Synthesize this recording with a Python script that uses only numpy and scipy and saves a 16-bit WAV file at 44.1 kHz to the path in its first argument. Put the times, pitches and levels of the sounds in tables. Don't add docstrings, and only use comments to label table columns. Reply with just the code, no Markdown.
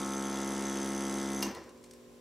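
import sys
import numpy as np
from scipy import signal
from scipy.fft import rfft, irfft, next_fast_len
from scipy.io import wavfile

SR = 44100
rng = np.random.default_rng(int(sys.argv[2]) if len(sys.argv) > 2 else 0)


def gain_from_db(level_db):
    decades = np.asarray(level_db, float) / 20
    return 10 ** decades


def int16_out(signal):
    q = np.round(np.clip(np.atleast_2d(signal).T, -1, 1) * 32767)
    wavfile.write(sys.argv[1], SR, q.astype(np.int16))


N = 97240
T = np.arange(N) / SR
CUT_S = 1.478


def unit(x):
    return x / np.sqrt(np.mean(x ** 2) + 1e-20)


def along(points, hz):
    f, v = np.transpose(points)
    return np.interp(np.log(hz + 1), np.log(f + 1), v)


def wobble(rate_hz, count=1):
    knots = rng.standard_normal((count, int(N * rate_hz / SR) + 2))
    return np.array([np.interp(T * rate_hz, np.arange(len(k)), k) for k in knots])


def fading(start_s, t60_s):
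    return gain_from_db(-60 * np.maximum(T - start_s, 0) / t60_s)


def filtered(x, response):
    m = next_fast_len(N + 8192)
    return irfft(rfft(x, m) * response(np.fft.rfftfreq(m, 1 / SR)), m)[..., :N]


def coloured(x, points):
    return filtered(x, lambda hz: gain_from_db(along(points, hz)))


def ringing(x, body):
    def response(f):
        total = 0
        for i, (centre, width, db) in enumerate(body):
            damping = 1j * f * width
            total = total + (-1) ** i * gain_from_db(db) * damping / (centre * centre - f * f + damping)
        return total
    return filtered(x, response)


def bursts(times, levels_db, hold_s, t60_s, same=0):
    length = 2048
    t = np.arange(length) / SR
    scrape = np.sqrt(1 - same) * rng.standard_normal((len(times), length))
    blow = np.sqrt(same * SR * t60_s / np.log(1e6)) * (t == 0)
    level_db = np.c_[levels_db] - 60 * np.maximum(t - np.c_[hold_s], 0) / t60_s
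    body = (scrape + blow) * gain_from_db(level_db)
    start = (np.clip(np.c_[times], 0, N / SR) * SR).astype(int)
    at = start + np.arange(length)
    return np.bincount(at.ravel(), body.ravel(), N + 4096)[:N]


# freq_hz, level_db (rms)
MAINS_BUZZ = [(120, -75.5), (240, -60.5), (360, -63), (1080, -80)]
# order (multiple of its turn), level_db (rms)
FAN_ORDERS = [(1, -73), (3, -75), (5, -67.5), (7, -64.5), (8, -67.5), (9, -65), (10, -71.5), (18, -74.5)]
# freq_hz, level_db (rms)
CAMERA_WHINE = [(5696, -82), (7494, -81)]
# freq_hz, level_db (per Hz)
ROOM_TONE = [(18, -49), (30, -12), (307, -13.5), (369, -9), (728, -18), (1020, -20), (1170, -23),
             (7460, -29.5), (15500, -38)]


def background():
    fan_hz = 57.3
    fan = [(k * fan_hz, db) for k, db in FAN_ORDERS]
    hz, db = np.transpose(MAINS_BUZZ + fan + CAMERA_WHINE)[:, :, None]
    phase = 2 * np.pi * (hz * T + rng.random(hz.shape)) + 0.19 * wobble(11, count=len(hz))
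    level = np.sqrt(2) * gain_from_db(db + 0.82 * wobble(6, count=len(hz)))
    lines = level * np.sin(phase)
    mid, side = coloured(rng.standard_normal((2, N)), ROOM_TONE) * gain_from_db(0.98 * wobble(7.02))
    side = coloured(side, [(100, -3), (500, -1.5), (3000, -4.5), (12000, -2.0)])
    return lines.sum(0) + gain_from_db(-59.5) * unit(np.array([mid + side, mid - side]))


# freq_hz, t60_s
ROOM_DECAY = [(200, 0.91), (1000, 0.83), (4000, 0.42), (9000, 0.22), (15000, 0.24)]


def room(x):
    width = 0.25
    hz, t, z = signal.stft(rng.standard_normal((2, SR * 2 // 3)), SR, nperseg=256)
    decay = gain_from_db(-60 * t / along(ROOM_DECAY, hz)[:, None])
    mid, side = signal.istft(z * decay, SR, nperseg=256)[1]
    tail = np.array([mid + width * side, mid - width * side]) / np.linalg.norm(mid)
    tail = np.pad(tail, ((0, 0), (200, 0)))
    lead = SR // 2
    warm = np.r_[x[:lead], x]
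    return signal.fftconvolve(warm[None], tail, axes=1)[:, lead:lead + N]


# freq_hz, level_db
SNAP_COLOUR = [(500, -26), (1000, -5), (2800, -1.5), (4600, -4), (8000, -7), (12500, -7), (15500, -11)]
# freq_hz, level_db, t60_s
PANEL_MODES = [(993, -8.5, .07), (2811, -5, 0.052), (4490, -11.5, 0.038), (4900, -10, 0.05),
               (5304, 4.5, 0.013), (5960, -8, 0.15), (8145, -8.5, 0.041), (13920, -18, .04)]
# start_s, level_db (peak), length_s
FINGER_TICKS = [(1.517, -65, .004), (1.549, -40, 0.0042), (1.583, -70, .004), (1.6393, -53, .005),
                (1.692, -50.5, 0.0054), (1.775, -57, .004), (1.829, -57, 0.0041), (1.839, -48.5, 0.012),
                (1.862, -56, 0.0042), (1.91, -43, .004), (1.9351, -46.5, .006)]
# freq_hz, level_db
TICK_COLOUR = [(1200, -14), (2200, -6.5), (5500, -2), (9000, -2.5), (12000, -13), (15500, -18)]
# start_s, pitch_hz, level_db, t60_s
SPRING_SQUEAK = (1.508, 14500, -62, .02)


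def switch():
    snap_s, snap_db = 1.4258, -29.5
    since = np.maximum(T - snap_s, 0)
    panel = sum(gain_from_db(db - 60 * since / t60) * np.sin(2 * np.pi * hz * since) for hz, db, t60 in PANEL_MODES)
    rattle = bursts([snap_s], [snap_db + 3], [0.0061], t60_s=0.022)
    snap = coloured(rattle, SNAP_COLOUR)
    start_s, level_db, length_s = np.transpose(FINGER_TICKS)
    ticks = coloured(bursts(start_s, level_db, length_s / 2, t60_s=0.017), TICK_COLOUR)
    at, hz, squeak_db, t60 = SPRING_SQUEAK
    squeak = gain_from_db(squeak_db) * fading(at + 0.014, t60) * (T > at) * np.sin(2 * np.pi * hz * T)
    return squeak + gain_from_db(-27.5) * panel + snap + ticks


# time_s, speed_turns_per_s
MOTOR_SPEED = [(0.0, 67.4), (0.592, 67.7), (1.45, 67.7)]


def shaft():
    slap_at_s, sag_per_s = .8452, 1.2
    sag = np.clip(1 - sag_per_s * np.maximum(T - CUT_S, 0), .1, 1)
    speed = np.interp(T, *np.transpose(MOTOR_SPEED)) * sag
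    turns = np.cumsum(speed) / SR
    return turns - np.interp(slap_at_s, T, turns)


# order (multiple of the turn), level_db
THUMP_ORDERS = [(1, -18), (2, -17), (3, 0), (4, -1.5), (5, -2.5), (6, -13.5), (7, -11), (8, -10.5),
                (9, -18), (10, -14.5), (11, -11.5), (12, -23), (13, -11), (14, -13.5), (15, -27.5),
                (16, -14), (17, -23.5), (18, -29), (19, -15), (20, -17.5), (21, -19), (22, -23.5),
                (23, -36), (24, -19.5), (25, -20.5), (26, -29), (27, -17.5), (28, -29), (29, -32),
                (30, -15.5), (31, -32), (32, -21.5), (33, -37.5), (34, -27.5), (35, -40), (36, -31)]
# freq_hz, level_db
EARLY_COLOUR = [(900, -0.5), (1350, 5.5), (1550, 0.5), (1900, -6), (2400, 5.5)]
# freq_hz, width_hz, level_db
CASE_MODES = [(69, 22, -5), (223, 30, 1.5), (340, 60, 2), (546, 170, -5), (808, 50, -4.5), (1016, 94, -3),
              (1920, 610, -13.5), (5660, 780, -19)]


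def thump(turns):
    lag_turns, settle_s = .44, 0.43
    k, db = np.transpose(THUMP_ORDERS)
    many_parts = k > 5.5

    cepstrum = irfft(np.log(gain_from_db(np.r_[db[0] - 20, db, -40])))
    cepstrum[len(k) + 2:] = 0
    cepstrum[1:len(k) + 1] *= 2
    phase = rfft(cepstrum).imag[1:-1] + 2 * np.pi * rng.random(len(k)) * many_parts

    drift_db = 1.1 * wobble(2.34, count=len(k))
    flutter_db = 0.94 * wobble(30, count=len(k))
    sway_db = (drift_db + flutter_db) * np.sqrt(k[:, None] / 20)
    mean_speed = np.mean(MOTOR_SPEED, axis=0)[-1]
    sway_db += along(EARLY_COLOUR, k * mean_speed)[:, None] * np.exp(-(T / settle_s) ** 2)

    parts = np.where(many_parts[:, None], fading(1.449, 0.16), 1)
    waves = np.cos(2 * np.pi * k[:, None] * (turns - lag_turns) + phase[:, None])
    orders = unit((parts * gain_from_db(db[:, None] + sway_db) * waves).sum(0))
    strokes = gain_from_db(-36.5) * orders * fading(CUT_S, 0.18)

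    shudder_s = 1.474
    shake = unit(ringing(rng.standard_normal(N), CASE_MODES)) * gain_from_db(-39.5 + 3 * wobble(35.03)[0])
    rise = np.clip((T - shudder_s) / 0.041 + 1, 0, 1)
    return strokes + shake * rise * fading(shudder_s, 0.72)


# freq_hz, width_hz, level_db
VALVE_PLATE = [(3403, 500, -2), (5040, 400, -10), (7220, 380, -6.5), (8380, 490, -1), (9300, 460, -5),
               (10090, 480, -3.5), (11130, 420, -6.5), (13200, 1400, -18.5)]
# freq_hz, width_hz, level_db
REED_MODES = [(5700, 120, -11), (5820, 45, -4), (5960, 60, -5), (6210, 60, 2), (6285, 50, 1),
              (6700, 120, -11), (7850, 100, -10)]
# freq_hz, level_db (per Hz)
AIR_COLOUR = [(80, -29), (170, -20), (370, -0.5), (600, -14), (1000, -11), (2480, -19), (6500, -16),
              (15500, -44.5)]
# freq_hz, level_db
LID_COLOUR = [(2800, 0), (3700, -1), (4150, -6), (4700, 0), (11500, -0.5), (15500, 0.5)]


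def pump(turns):
    slap_t60_s, clean_share = .012, .6
    whole = np.arange(np.ceil(turns[0]), turns[-1])
    no_hold = 0 * whole

    def moments(lag_turns):
        return np.interp(whole + lag_turns, turns, T) + .00005 * rng.standard_normal(len(whole))

    def scatter_db():
        return 0.8 * rng.standard_normal(len(whole))

    slap = bursts(moments(0), scatter_db(), no_hold, slap_t60_s, clean_share)
    slap += bursts(moments(.49), scatter_db() - 11.5, no_hold, slap_t60_s)
    slap = gain_from_db(-50.5) * unit(ringing(slap, VALVE_PLATE)) * fading(1.455, 0.032)

    plucks = bursts(moments(-.12), scatter_db(), no_hold, 0.036, clean_share / 2)
    reed = gain_from_db(-49.5) * unit(ringing(plucks, REED_MODES))

    pulse = 1 + 0.36 * np.cos(2 * np.pi * (turns - .1))
    air = unit(coloured(rng.standard_normal(N), AIR_COLOUR)) * pulse * gain_from_db(1.4 * wobble(11.75)[0])
    return coloured(slap + (reed + gain_from_db(-47.5) * air) * fading(1.455, .2), LID_COLOUR)


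# freq_hz, level_db (side over mid)
NEAR_WIDTH = [(60, -24), (200, -17), (600, -14), (4000, -14), (9000, -15.5), (14000, 1)]


def scene():
    turns = shaft()
    body = thump(turns)
    bright = pump(turns) + switch()
    near = body + bright
    side = coloured(np.roll(near, 9), NEAR_WIDTH) * gain_from_db(-4.5)
    wet = room(bright + gain_from_db(-15.5) * body)
    return np.array([near + side, near - side]) + gain_from_db(-6) * wet + background()


def band_limit(x):
    return signal.sosfilt(signal.butter(12, 15790, fs=SR, output="sos"), x)


# freq_hz, level_db (left over right)
PORT_LEAN = [(50, 0.8), (500, -1.3), (2000, 2), (5000, 0), (9000, -0.5), (14000, 0.8)]


def record(dry):
    low_hz, top_hz = 48, 15800

    def ports(hz):
        lean = gain_from_db(along(PORT_LEAN, hz) * np.c_[[.5, -.5]])
        return lean * (hz < top_hz) / (1 + (low_hz / (hz + 1)) ** 6)

    return band_limit(filtered(dry, ports))


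dry = scene()
out = record(dry)
int16_out(out)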